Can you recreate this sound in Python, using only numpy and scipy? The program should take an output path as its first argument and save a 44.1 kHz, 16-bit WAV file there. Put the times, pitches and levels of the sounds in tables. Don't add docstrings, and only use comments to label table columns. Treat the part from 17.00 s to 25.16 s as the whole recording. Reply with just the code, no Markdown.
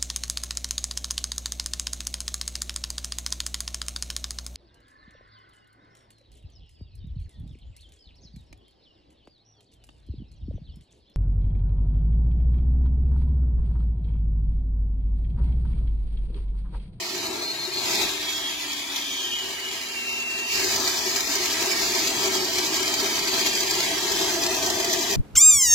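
import sys
import numpy as np
from scipy import signal
from scipy.fft import rfft, irfft
from scipy.io import wavfile
from scipy.ndimage import uniform_filter1d

SR = 44100
rng = np.random.default_rng(int(sys.argv[2]) if len(sys.argv) > 2 else 0)


def transcribe(signal):
    frames = np.atleast_2d(signal).T
    limited = np.clip(frames, -1, 1)
    pcm = np.round(limited * 32767).astype(np.int16)
    wavfile.write(sys.argv[1], SR, pcm)


def voltage_ratio(level):
    return 10 ** (np.asarray(level, float) / 20)


N = 359856
HZ = np.fft.rfftfreq(N, 1 / SR)

# time_s, pressure_db (against a full cut), seat_db (blade in the groove)
FEED = [(0, -6, -4.5), (.32, -11.5, 11.5), (.7, -12, 1.5), (.93, 1, -2.5), (1.03, 0.5, 0), (1.12, -6, -1.5),
        (1.3, -4.5, -7.5), (2.07, -8, -5), (3.25, -8.5, -5.5), (3.47, -7.5, -3), (3.54, 3.5, -11.5),
        (3.8, 3, -5), (3.95, 0.5, -6), (5.0, 2, -2.5), (5.3, -0.1, 1.5), (6.2, -0.5, -2.5),
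        (7.3, -0.5, 0.5), (8.16, -0.5, -1)]
# time_s, pressure_change_db, length_s
JOLTS = [(.255, 0.5, 0.079), (.327, -2, 0.043), (1.578, -1.5, 0.094), (1.74, 1.5, 0.037), (1.97, 1, 0.068),
         (2.347, -1, .08), (2.526, 3.5, 0.15), (2.576, -2.5, 0.13), (2.75, 2.5, 0.086), (3.115, 2, 0.077),
         (3.37, 0.5, 0.14), (4.165, 0.5, 0.066), (4.54, -2, 0.019), (5.262, 2, 0.062), (5.49, -2, 0.12),
         (5.591, 1, 0.034), (5.907, -1, 0.028), (6.002, 3, 0.032), (6.092, 0, 0.026), (6.31, -3.5, 0.032),
         (6.36, 3, 0.16), (6.469, 3, 0.04), (6.663, 0.5, 0.032), (6.807, 1.5, 0.14), (7.01, -4.5, 0.029),
         (7.22, 1.5, 0.053), (7.607, -1, 0.026), (7.934, 0, 0.045), (8.054, -0.5, 0.034), (8.102, 3, 0.02)]
# full_cut_level_db, db_per_pressure_db, db_per_seat_db, deep_groove_db_per_s
PARTS = [
    (-36, 0.99, 0.89, 0.8),
    (-38, 0.77, 0.52, 0),
    (-34.5, 0.66, 0.1454, 0.7),
    (-29, 0.9658, 0.24, 0.04),
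]
PART_EDGES_HZ = (500, 1450, 3450)
DEEP_FROM_S = 5.5

# pitch_hz, level_db (per Hz)
GRIT_COLOUR = [(18, -63), (30, -20), (168, -21.5), (372, -7), (493, -17.5), (667, -7.5), (1220, -9.5),
               (1470, -7.5), (1580, -10.5), (1860, -11.5), (2830, -10), (3040, -10), (4840, -1.5),
               (7200, -6), (7900, -6), (10300, -19), (17400, -120)]
# pitch_hz, width_hz, level_db
RINGS = [(380.5, 60, -8.5), (665.5, 32, -2), (934, 125, -6.5), (1910, 57, -18), (2286, 270, -14),
         (3070, 270, -32.5), (4015, 43, -7), (4280, 99, -7), (4800, 67, -11), (5870, 200, -7.5),
         (6930, 70, -7)]
# time_s, peak_db
BITES = [(0.839, -28), (0.856, -18), (0.8829, -19), (0.9507, -20), (1.731, -20), (1.9605, -19),
         (3.5144, -23), (3.5374, -23), (3.5534, -12), (3.5977, -17), (3.6411, -19), (3.7309, -27),
         (3.7604, -11), (3.8482, -23), (3.8751, -12), (3.922, -22), (4.1599, -11), (4.2048, -13.5),
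         (4.354, -14), (4.4014, -34), (4.4568, -10.5), (4.5545, -28), (4.6224, -14), (4.6583, -14),
         (4.8668, -44), (4.9033, -26), (4.9696, -30), (4.9896, -25), (5.2574, -17), (5.583, -15),
         (5.8277, -18), (5.8785, -15), (5.9239, -21), (5.9394, -13.5), (6.0013, -16), (6.043, -21),
         (6.0596, -15), (6.19, -16.5), (6.34, -21), (6.4617, -14), (6.552, -16), (6.6059, -14),
         (6.6313, -18), (6.7092, -15), (6.7511, -15), (6.8034, -15), (7.1177, -15), (7.1856, -19),
         (7.2125, -16), (7.3033, -21), (7.3602, -36), (7.463, -14), (7.5443, -20), (7.6256, -15),
         (7.6625, -15.5), (7.7004, -12), (7.7997, -14), (7.8446, -14.5), (7.9059, -21), (7.931, -14)]
BITE_OVER_DB, BITE_RISE_S, BITE_FALL_S = -22.5, 0.001, 0.0029

# pitch_hz, side_minus_mid_db
WIDTH = [(60, -82), (110, -17), (200, -30), (380, -3), (700, -1.5), (1290, -2), (2380, 0.5), (4400, -1.5),
         (8120, -2), (15000, -3)]
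# pitch_hz, left_minus_right_db
LEAN = [(200, 2), (380, -4), (520, -11), (1300, -6.5), (2300, -3.5), (3200, 0), (4000, 3), (4900, -4.5),
        (6500, 1.5), (7700, 1.5)]
# time_s, length_s, left_minus_right_db
PASSERS = [
    (.13, 0.31, -2),
    (.66, 0.33, 4),
    (2.2, 0.55, 0.5),
    (3.2, 0.41, -0.5),
]
LEAN_DB = -1.27

# pitch_hz, gain_db
TOP_GAIN = [(7800, -10), (9000, -8.5), (9400, -7), (10500, -8.5), (12000, -11), (13500, -5), (15000, -9),
            (15800, -12)]
SHIFT_HZ, CORE_TOP_HZ, TOP_HZ = 7580, 7800, 15880
TOP_CHATTER_DB, TOP_BITE = 0.5, 0.15

# pitch_hz, width_hz, depth (0 to 1)
NOTCHES = [(518, 130, 0.2), (1455, 130, 0.95), (2840, 90, 0.82), (5390, 120, .7), (5620, 120, .75),
           (2060, 60, 0.45), (3420, 90, 0.55), (1700, 60, .55), (2600, 90, .5), (3680, 100, .55),
           (4510, 70, .55), (6100, 80, .5), (6620, 90, .45), (4300, 60, .35), (4950, 70, .35),
           (3185, 50, .45)]
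NOTCH_WANDER = .005
# start_s, length_s,
# first_hz, last_hz, level_db
SHADOWS = [(.25, 0.28, 3200, 3200, -10), (0.15, 0.73, 5100, 4600, 3), (1.1, 0.66, 2400, 2700, -1),
           (2.5, 0.69, 3700, 3580, 1), (2.9, 0.41, 3440, 3100, -23), (4.2, .22, 3300, 3370, -19),
           (4.66, .3, 3300, 3030, -19), (1.74, .16, 2700, 2700, -10), (0.24, .3, 1900, 1780, -15),
           (3.703, 0.25, 2050, 2180, -26), (5.24, 0.86, 2720, 2750, -7), (5.4, 0.77, 2040, 2000, -3.5),
           (5.7, 0.98, 5460, 5800, -3.5), (5.9, 0.36, 2820, 2790, -12), (6.8, 1.6, 2870, 2800, -8),
           (6.95, .2, 2500, 2450, -17), (7.3, 0.51, 3800, 3780, -3), (7.65, 0.54, 4330, 4350, -3),
           (0.83, 0.11, 4520, 4300, -7), (3.6, 0.55, 2750, 2750, -7), (7.23, 1.7, 2300, 2150, -37),
           (7.2, 0.98, 3030, 2900, -6), (7.3, 0.83, 3900, 3600, -3), (7.35, 1.2, 1290, 1350, -13)]
SHADOW_WIDTH = 0.043
# start_s, length_s, pitch_hz, width_hz, level_db
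SWELLS = [(0, 1.14, 4000, 820, 5.5), (1, 1.6, 2470, 150, 3.5), (1.07, 1.18, 3520, 604, 6.5),
          (2, 0.34, 6300, 1300, 2.5), (3.5, .6, 4600, 840, 1), (3.5, 1.1, 6300, 120, 3.5),
          (0, 1.7, 4900, 110, 0), (5.5, 1.9, 3255, 59, 6.5), (5, 2.2, 3118, 56, 4.5),
          (2.15, 1.53, 390, 40, 4.5), (1.5, 1.8, 662, 74, -4.5), (1.5, 0.31, 662, 68, -4),
          (1.7, 0.4, 450, 100, -7), (3, .9, 3340, 570, -4), (2.5, 0.73, 3150, 550, 4.5),
          (7, 1, 730, 170, 3.5), (0.8, .26, 2500, 500, 3.5), (0.8, .24, 800, 350, 3),
          (0.7, .25, 4000, 500, -2), (6, .6, 267, 100, 4.5), (4, 0.3, 3900, 1400, -2),
          (6, 1.13, 4700, 300, 3.5), (7., 1.05, 6200, 600, 2.5), (3.5, 0.14, 420, 130, 5),
          (3.49, 0.053, 1100, 2000, -4), (3.58, 0.056, 700, 900, 2), (3.62, 0.053, 350, 200, 5.5),
          (5.5, 0.18, 350, 110, 1), (7, 0.43, 330, 89, 5.5), (6.5, 1, 270, 100, -5)]
# lag_s, share (of the direct sound)
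WALLS = [(.0061, .05), (.0097, .07), (.0143, .08), (.0217, .08)]
SCATTER, SCATTER_FROM_HZ = 1.6, 1300
PATCH_BINS, PATCH_FRAMES = 2, 7
DIP_BELOW, DIP_STEEP = .8, 2.2

# time_s, peak_db, pitch_hz
BOOMS = [(0.123, -34, 364), (0.187, -37, 404), (0.25, -40, 385), (0.296, -31, 344), (0.34, -33, 388),
         (0.483, -34, 351), (0.555, -38, 340), (0.672, -30.5, 372), (0.752, -29.5, 378),
         (0.83, -34, 384), (0.984, -35, 393), (1.04, -39, 299), (1.119, -36, 380),
         (3.639, -28, 377), (3.774, -30, 387), (3.811, -30, 375), (3.919, -33.5, 372),
              (4.053, -27, 380), (4.148, -32, 397), (4.286, -30, 294), (4.352, -30.5, 398),
              (4.394, -25, 368), (4.53, -30.5, 391), (4.609, -32.5, 350), (4.666, -25, 377),
              (4.709, -27.5, 370), (4.753, -29, 341), (4.813, -32, 377), (4.858, -36, 392),
              (4.893, -33, 370), (4.942, -25.5, 375), (5.011, -27, 329), (5.081, -43, 345),
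              (5.129, -29, 377), (5.192, -27, 384), (5.229, -24.5, 401), (5.266, -21.5, 381),
              (5.354, -20, 378), (5.418, -24, 372), (5.5, -36, 382), (5.582, -22.5, 362),
              (5.713, -25.5, 325), (5.803, -25.5, 377), (5.858, -34, 396), (5.893, -30.5, 393),
              (6.023, -25.5, 395), (6.15, -35, 301), (6.188, -31, 392), (6.281, -26, 377),
              (6.326, -30, 389), (6.365, -30, 365), (6.436, -31, 324), (6.485, -31, 383),
              (6.541, -26.5, 365), (6.666, -28, 364), (6.77, -26, 374), (6.869, -33, 356),
              (6.919, -27, 307), (6.997, -31.5, 385), (7.047, -27.5, 393), (7.103, -25.5, 396),
              (7.204, -22.5, 376), (7.452, -24, 355), (7.502, -26, 381), (7.624, -30, 399),
              (7.658, -28, 365), (7.78, -22, 385), (7.871, -24, 370), (7.933, -29, 362), (7.971, -27, 366),
              (8.096, -25, 393)]
BOOM_DB, BOOM_RISE_S, BOOM_FALL_S = -3.5, 0.0056, .022
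BOOM_LEAN_DB, BOOM_LAG = 4, .25

# start_s, length_s, first_hz, last_hz, level_db
WHINES = [(0, .3, 4250, 4245, -45), (.39, .18, 4232, 4248, -35), (.57, .13, 4255, 4255, -38),
          (.71, .12, 4214, 4205, -32.5), (.81, .08, 4200, 4160, -39), (1.22, .36, 3325, 3265, -37.5),
          (1.56, .36, 3270, 3280, -46), (1.9, .54, 3290, 3228, -40.5), (2.0, .43, 3185, 3075, -41),
          (2.02, .26, 3050, 3010, -49), (2.26, .24, 2975, 2935, -37), (2.5, .28, 2945, 2932, -40.5),
          (2.77, .1, 2920, 2915, -46)]
WHINE_RISE_S, WHINE_FALL_S = .09, .07
WHINE_EDGE_DB, WHINE_SWELL_DB, SWOOP_HZ = -8, 2, 8
HALO_DB = -6.5
# time_s, pitch_hz, level_db
WHISTLE = [(2.89, 2755, -48), (3.0, 2742, -38), (3.24, 2716, -36), (3.52, 2734, -36), (3.6, 2738, -40),
           (3.66, 2738, -48)]
# time_s, pitch_hz, level_db
GROWL = [
    (6.95, 665, -59),
    (7.35, 663, -44),
    (7.8, 668.3, -41.5),
    (8.2, 672, -42),
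]
# time_s, pitch_hz, level_db
SHAFT = [(0, 350.5, -44), (.8, 350, -48), (1.15, 309, -48), (2.15, 278, -50), (2.4, 263, -62),
         (2.85, 251, -57), (3.1, 246, -53), (3.5, 248, -56)]
SHAFT_OCTAVE_DB = -14
# time_s, pitch_hz, level_db
IDLER = [(.45, 132, -64), (.6, 133, -58), (.9, 130, -59), (1.02, 127, -64)]

# pitch_hz, level_db (per Hz)
DEEP_RUMBLE = [(20, -30), (40, -11), (50, 6.5), (70, -6), (92, 7.5), (130, -30), (200, 4.5), (400, -24)]
DEEP_RUMBLE_DB = -55
THUD_PER_DB = 1.1

MUTE_UNDER_DB, MUTE_DB, MUTE_FROM_HZ = -5.6, -15, 1200


def blade():
    scrape, other = rng.standard_normal((2, N))
    mid, side = rfft(paths(np.array([scrape, 0.82 * scrape + 0.5 * other])))
    side = side * voltage_ratio(over_hz(WIDTH))
    ports = np.array([mid + side, mid - side])
    ports = ports * body() * walls() * voltage_ratio(np.outer([.5, -.5], over_hz(LEAN)))
    rises = [1] + [smooth_rise(edge) for edge in PART_EDGES_HZ] + [0]
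    chatter = walk(22)
    chatter = chatter - uniform_filter1d(chatter, size=SR // 10)
    bites = grit(bites_a_second=36, spread_db=8.5, share=0.74)
    deep_s = np.maximum(np.arange(N) / SR - DEEP_FROM_S, 0)
    feed = [np.ones(N), pressure_db(), along(FEED, column=2), deep_s]
    shakes = [(.4, 0.61, 0.037), (.5, 1, 0.34), (.5, 0.12, 0.41), (2.2, 0.093, 0.91)]
    out = 0
    for k, (shared_db, own_db, bite) in enumerate(shakes):
        part = irfft(ports * (rises[k] - rises[k + 1]), N)
        level_db = np.dot(PARTS[k], feed) + shared_db * chatter + own_db * walk(30)
        out = out + part / np.std(part.mean(axis=0)) * voltage_ratio(level_db) * bites ** bite
    lean_db = LEAN_DB + bumps(PASSERS, length=1, size=2)
    leaning = out * voltage_ratio(np.outer([.5, -.5], lean_db))
    return top_octave(leaning, voltage_ratio(TOP_CHATTER_DB * chatter) * bites ** TOP_BITE)


def grit(bites_a_second, spread_db, share):
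    small_db = spread_db * np.minimum(rng.exponential(size=N), 1)
    bites = share * (rng.random(N) < bites_a_second / SR) * voltage_ratio(small_db)
    s, db = np.array(BITES).T
    over_db = db - np.interp(s, np.arange(N) / SR, pressure_db()) - BITE_OVER_DB
    bites[(s * SR).astype(int)] += voltage_ratio(over_db) ** 2
    for lasts_s in (BITE_RISE_S, BITE_FALL_S):
        bites = signal.lfilter([1], [1, -np.exp(-1 / (lasts_s * SR))], bites)
    return np.sqrt(1 + bites / (BITE_RISE_S * SR))


def pressure_db():
    return along(FEED, column=1) + bumps(JOLTS, length=2, size=1)


def body():
    power = voltage_ratio(over_hz(GRIT_COLOUR)) ** 2
    for hz, width, db in RINGS:
        power = power + voltage_ratio(db + 1.5) ** 2 / (1 + (2 * (HZ - hz) / width) ** 2) ** 2
    return np.sqrt(power) * smooth_rise(47.0, slope=0.41)


def top_octave(x, shake):
    full = rfft(x)
    flat = full / np.sqrt(uniform_filter1d(np.abs(full) ** 2, size=6000) + 1e-9) ** 0.59
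    moved = np.roll(flat, int(SHIFT_HZ * N / SR), axis=1)
    cross = smooth_rise(CORE_TOP_HZ, slope=0.029)
    hiss = rfft(voltage_ratio(PARTS[3][0] + pressure_db() - 6) * rng.standard_normal((2, N)))
    top = moved * voltage_ratio(over_hz(TOP_GAIN) + 15) + hiss * voltage_ratio(-8)
    top = top * (1 - smooth_rise(TOP_HZ, slope=.001))
    return irfft(full * (1 - cross), N) + shake * irfft(top * cross, N)


def paths(x):
    hz, t, cells = signal.stft(x, SR, window="cosine", nperseg=1024)
    field = rng.standard_normal((2, *cells.shape))
    field = uniform_filter1d(field, PATCH_BINS, axis=2)
    for _ in range(2):
        field = uniform_filter1d(field, PATCH_FRAMES, axis=3)
    share = SCATTER * np.clip(hz / SCATTER_FROM_HZ - .6, 0, 1)[:, None]
    scattered = (field[0] + 1j * field[1]) / np.std(field) / np.sqrt(2)
    gain = (1 + share * scattered) / np.sqrt(1 + share ** 2)
    gain = gain / np.abs(gain) * np.minimum(np.abs(gain[0]) / DIP_BELOW, 1) ** DIP_STEEP
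    at = np.minimum((t * SR).astype(int), N - 1)
    for centre, width, depth in NOTCHES:
        off = hz[:, None] - centre * (1 + NOTCH_WANDER * walk(3.23)[at])
        depth_now = np.clip(depth + depth * (1 - depth) * walk(7)[at], 0, .99)
        gain = gain * (1 - depth_now / (1 + (2 * off / width) ** 4))
    change_db = 0
    for start, length, first_hz, last_hz, db in SHADOWS:
        slide_hz = np.interp(t, [start, start + length], [first_hz, last_hz])
        change_db = change_db + db * patch(hz, t, start, length, slide_hz, SHADOW_WIDTH * first_hz)
    for start, length, centre_hz, width, db in SWELLS:
        change_db = change_db + db * patch(hz, t, start, length, centre_hz, width)
    return signal.istft(cells * gain * voltage_ratio(change_db), SR, window="cosine", nperseg=1024)[1][:, :N]


def patch(hz, t, start, length, centre_hz, width):
    in_time = 1 / (1 + (2 * (t - start) / length - 1) ** 6)
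    return in_time / (1 + (2 * (hz[:, None] - centre_hz) / width) ** 4)


def walls():
    echoes = sum(share * np.exp(-2j * np.pi * HZ * lag) for lag, share in WALLS)
    return 1 + smooth_rise(1400.0, slope=0.39) * echoes


def booms():
    rows = np.array(BOOMS)
    t, out = np.arange(SR // 4) / SR, np.zeros((2, N + SR))
    swell = (1 - np.exp(-t / BOOM_RISE_S)) ** 2 * np.exp(-t / BOOM_FALL_S)
    ports = np.array([[.5], [-.5]])
    for (s, db, hz), turn in zip(rows, rng.random((len(rows), 1))):
        ring = np.sin(2 * np.pi * (hz * t + turn) + 2 * BOOM_LAG * ports)
        ring = ring * voltage_ratio(db + BOOM_DB + BOOM_LEAN_DB * ports)
        first = int(s * SR)
        out[:, first:first + len(t)] += ring * swell / swell.max()
    return out[:, :N]


def whine(wobble_hz, flutter_db):
    return sum(spinning_tone(gear_line(*row), wobble_hz, flutter_db, lag=.7) for row in WHINES)


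def gear_line(start, length, first_hz, last_hz, db):
    rise_end = min(WHINE_RISE_S, length / 3)
    fall_start = max(length - WHINE_FALL_S, length * 2 / 3)
    at = np.array([0, rise_end, fall_start, length])
    hz = first_hz + (last_hz - first_hz) * at / length + SWOOP_HZ * (at == 0)
    db = db + WHINE_EDGE_DB * np.array([1, 0, 0, 1]) + WHINE_SWELL_DB * (at / length - .5)
    return list(zip(start + at, hz, db))


def spinning_tone(table, wobble_hz, flutter_db, lag, partial_db=-60):
    hz = along(table, 1) + wobble_hz * walk(150)
    phase = np.cumsum(2 * np.pi * hz / SR)
    t = np.arange(N) / SR
    fade = np.clip(np.minimum(t - table[0][0], table[-1][0] - t) / 0.0051, 0, 1)
    size = np.sqrt(2) * fade * voltage_ratio(along(table, 2) + flutter_db * walk(55))
    ports = phase + np.array([[lag], [-lag]])
    return size * (np.sin(ports) + voltage_ratio(partial_db) * np.sin(2 * ports)) / np.cos(lag)


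def deep_rumble():
    rumble = irfft(rfft(rng.standard_normal(N)) * voltage_ratio(over_hz(DEEP_RUMBLE)) * (HZ < 500), N)
    level_db = DEEP_RUMBLE_DB + THUD_PER_DB * along(FEED, column=1) + 2.3 * walk(1.0)
    return rumble / np.std(rumble) * voltage_ratio(level_db)


def along(table, column):
    rows = np.array(table)
    return np.interp(np.arange(N) / SR, rows[:, 0], rows[:, column])


def over_hz(table):
    rows = np.array(table)
    return np.interp(np.log(HZ + 1), np.log(rows[:, 0]), rows[:, 1])


def bumps(table, length, size):
    t = np.arange(N) / SR
    return sum(row[size] * np.exp(-np.minimum((2 * (t - row[0]) / row[length]) ** 2, 40)) for row in table)


def walk(rate):
    count = int(N / SR * rate) + 2
    held = np.repeat(rng.standard_normal(count), repeats=8)
    smooth = uniform_filter1d(uniform_filter1d(held, size=8), size=8)
    return np.interp(np.arange(N) * rate * 8 / SR, np.arange(len(smooth)), smooth / np.std(smooth))


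def smooth_rise(edge_hz, slope=0.14):
    return .5 + .5 * np.tanh(np.log((HZ + 1) / edge_hz) / slope)


def scene():
    saw = blade() + booms()
    gears = whine(wobble_hz=10, flutter_db=2.8)
    halo = whine(wobble_hz=170, flutter_db=1.5) * voltage_ratio(HALO_DB)
    whistle = spinning_tone(WHISTLE, wobble_hz=5.7, flutter_db=1.2, lag=1.0)
    growl = spinning_tone(GROWL, wobble_hz=25.1, flutter_db=4.0, lag=0.46)
    hum = spinning_tone(SHAFT, wobble_hz=3.8, flutter_db=2.0, lag=0.024, partial_db=SHAFT_OCTAVE_DB)
    idle = spinning_tone(IDLER, wobble_hz=1.4, flutter_db=3.0, lag=.05)
    return saw + gears + halo + whistle + growl + hum + idle + deep_rumble()


def squelch(x):
    hz, t, cells = signal.stft(x, SR, window="cosine", nperseg=1024)
    power = np.abs(cells.mean(axis=0)) ** 2
    near = uniform_filter1d(uniform_filter1d(power, size=2, axis=0), size=5, axis=1)
    around = np.exp(uniform_filter1d(np.log(near + 1e-20), size=30, axis=0))
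    weak = (near < around * voltage_ratio(MUTE_UNDER_DB) ** 2) & (hz[:, None] > MUTE_FROM_HZ)
    gain = np.where(weak, voltage_ratio(MUTE_DB), 1)
    return signal.istft(cells * gain, SR, window="cosine", nperseg=1024)[1][:, :N]


def low_pass(x):
    return signal.sosfilt(signal.butter(12, 15890, fs=SR, output="sos"), x)


def record(dry):
    limited = np.tanh(1.664 * dry) / 1.56
    finished = squelch(limited)
    return low_pass(finished)


dry = scene()
out = record(dry)
transcribe(out)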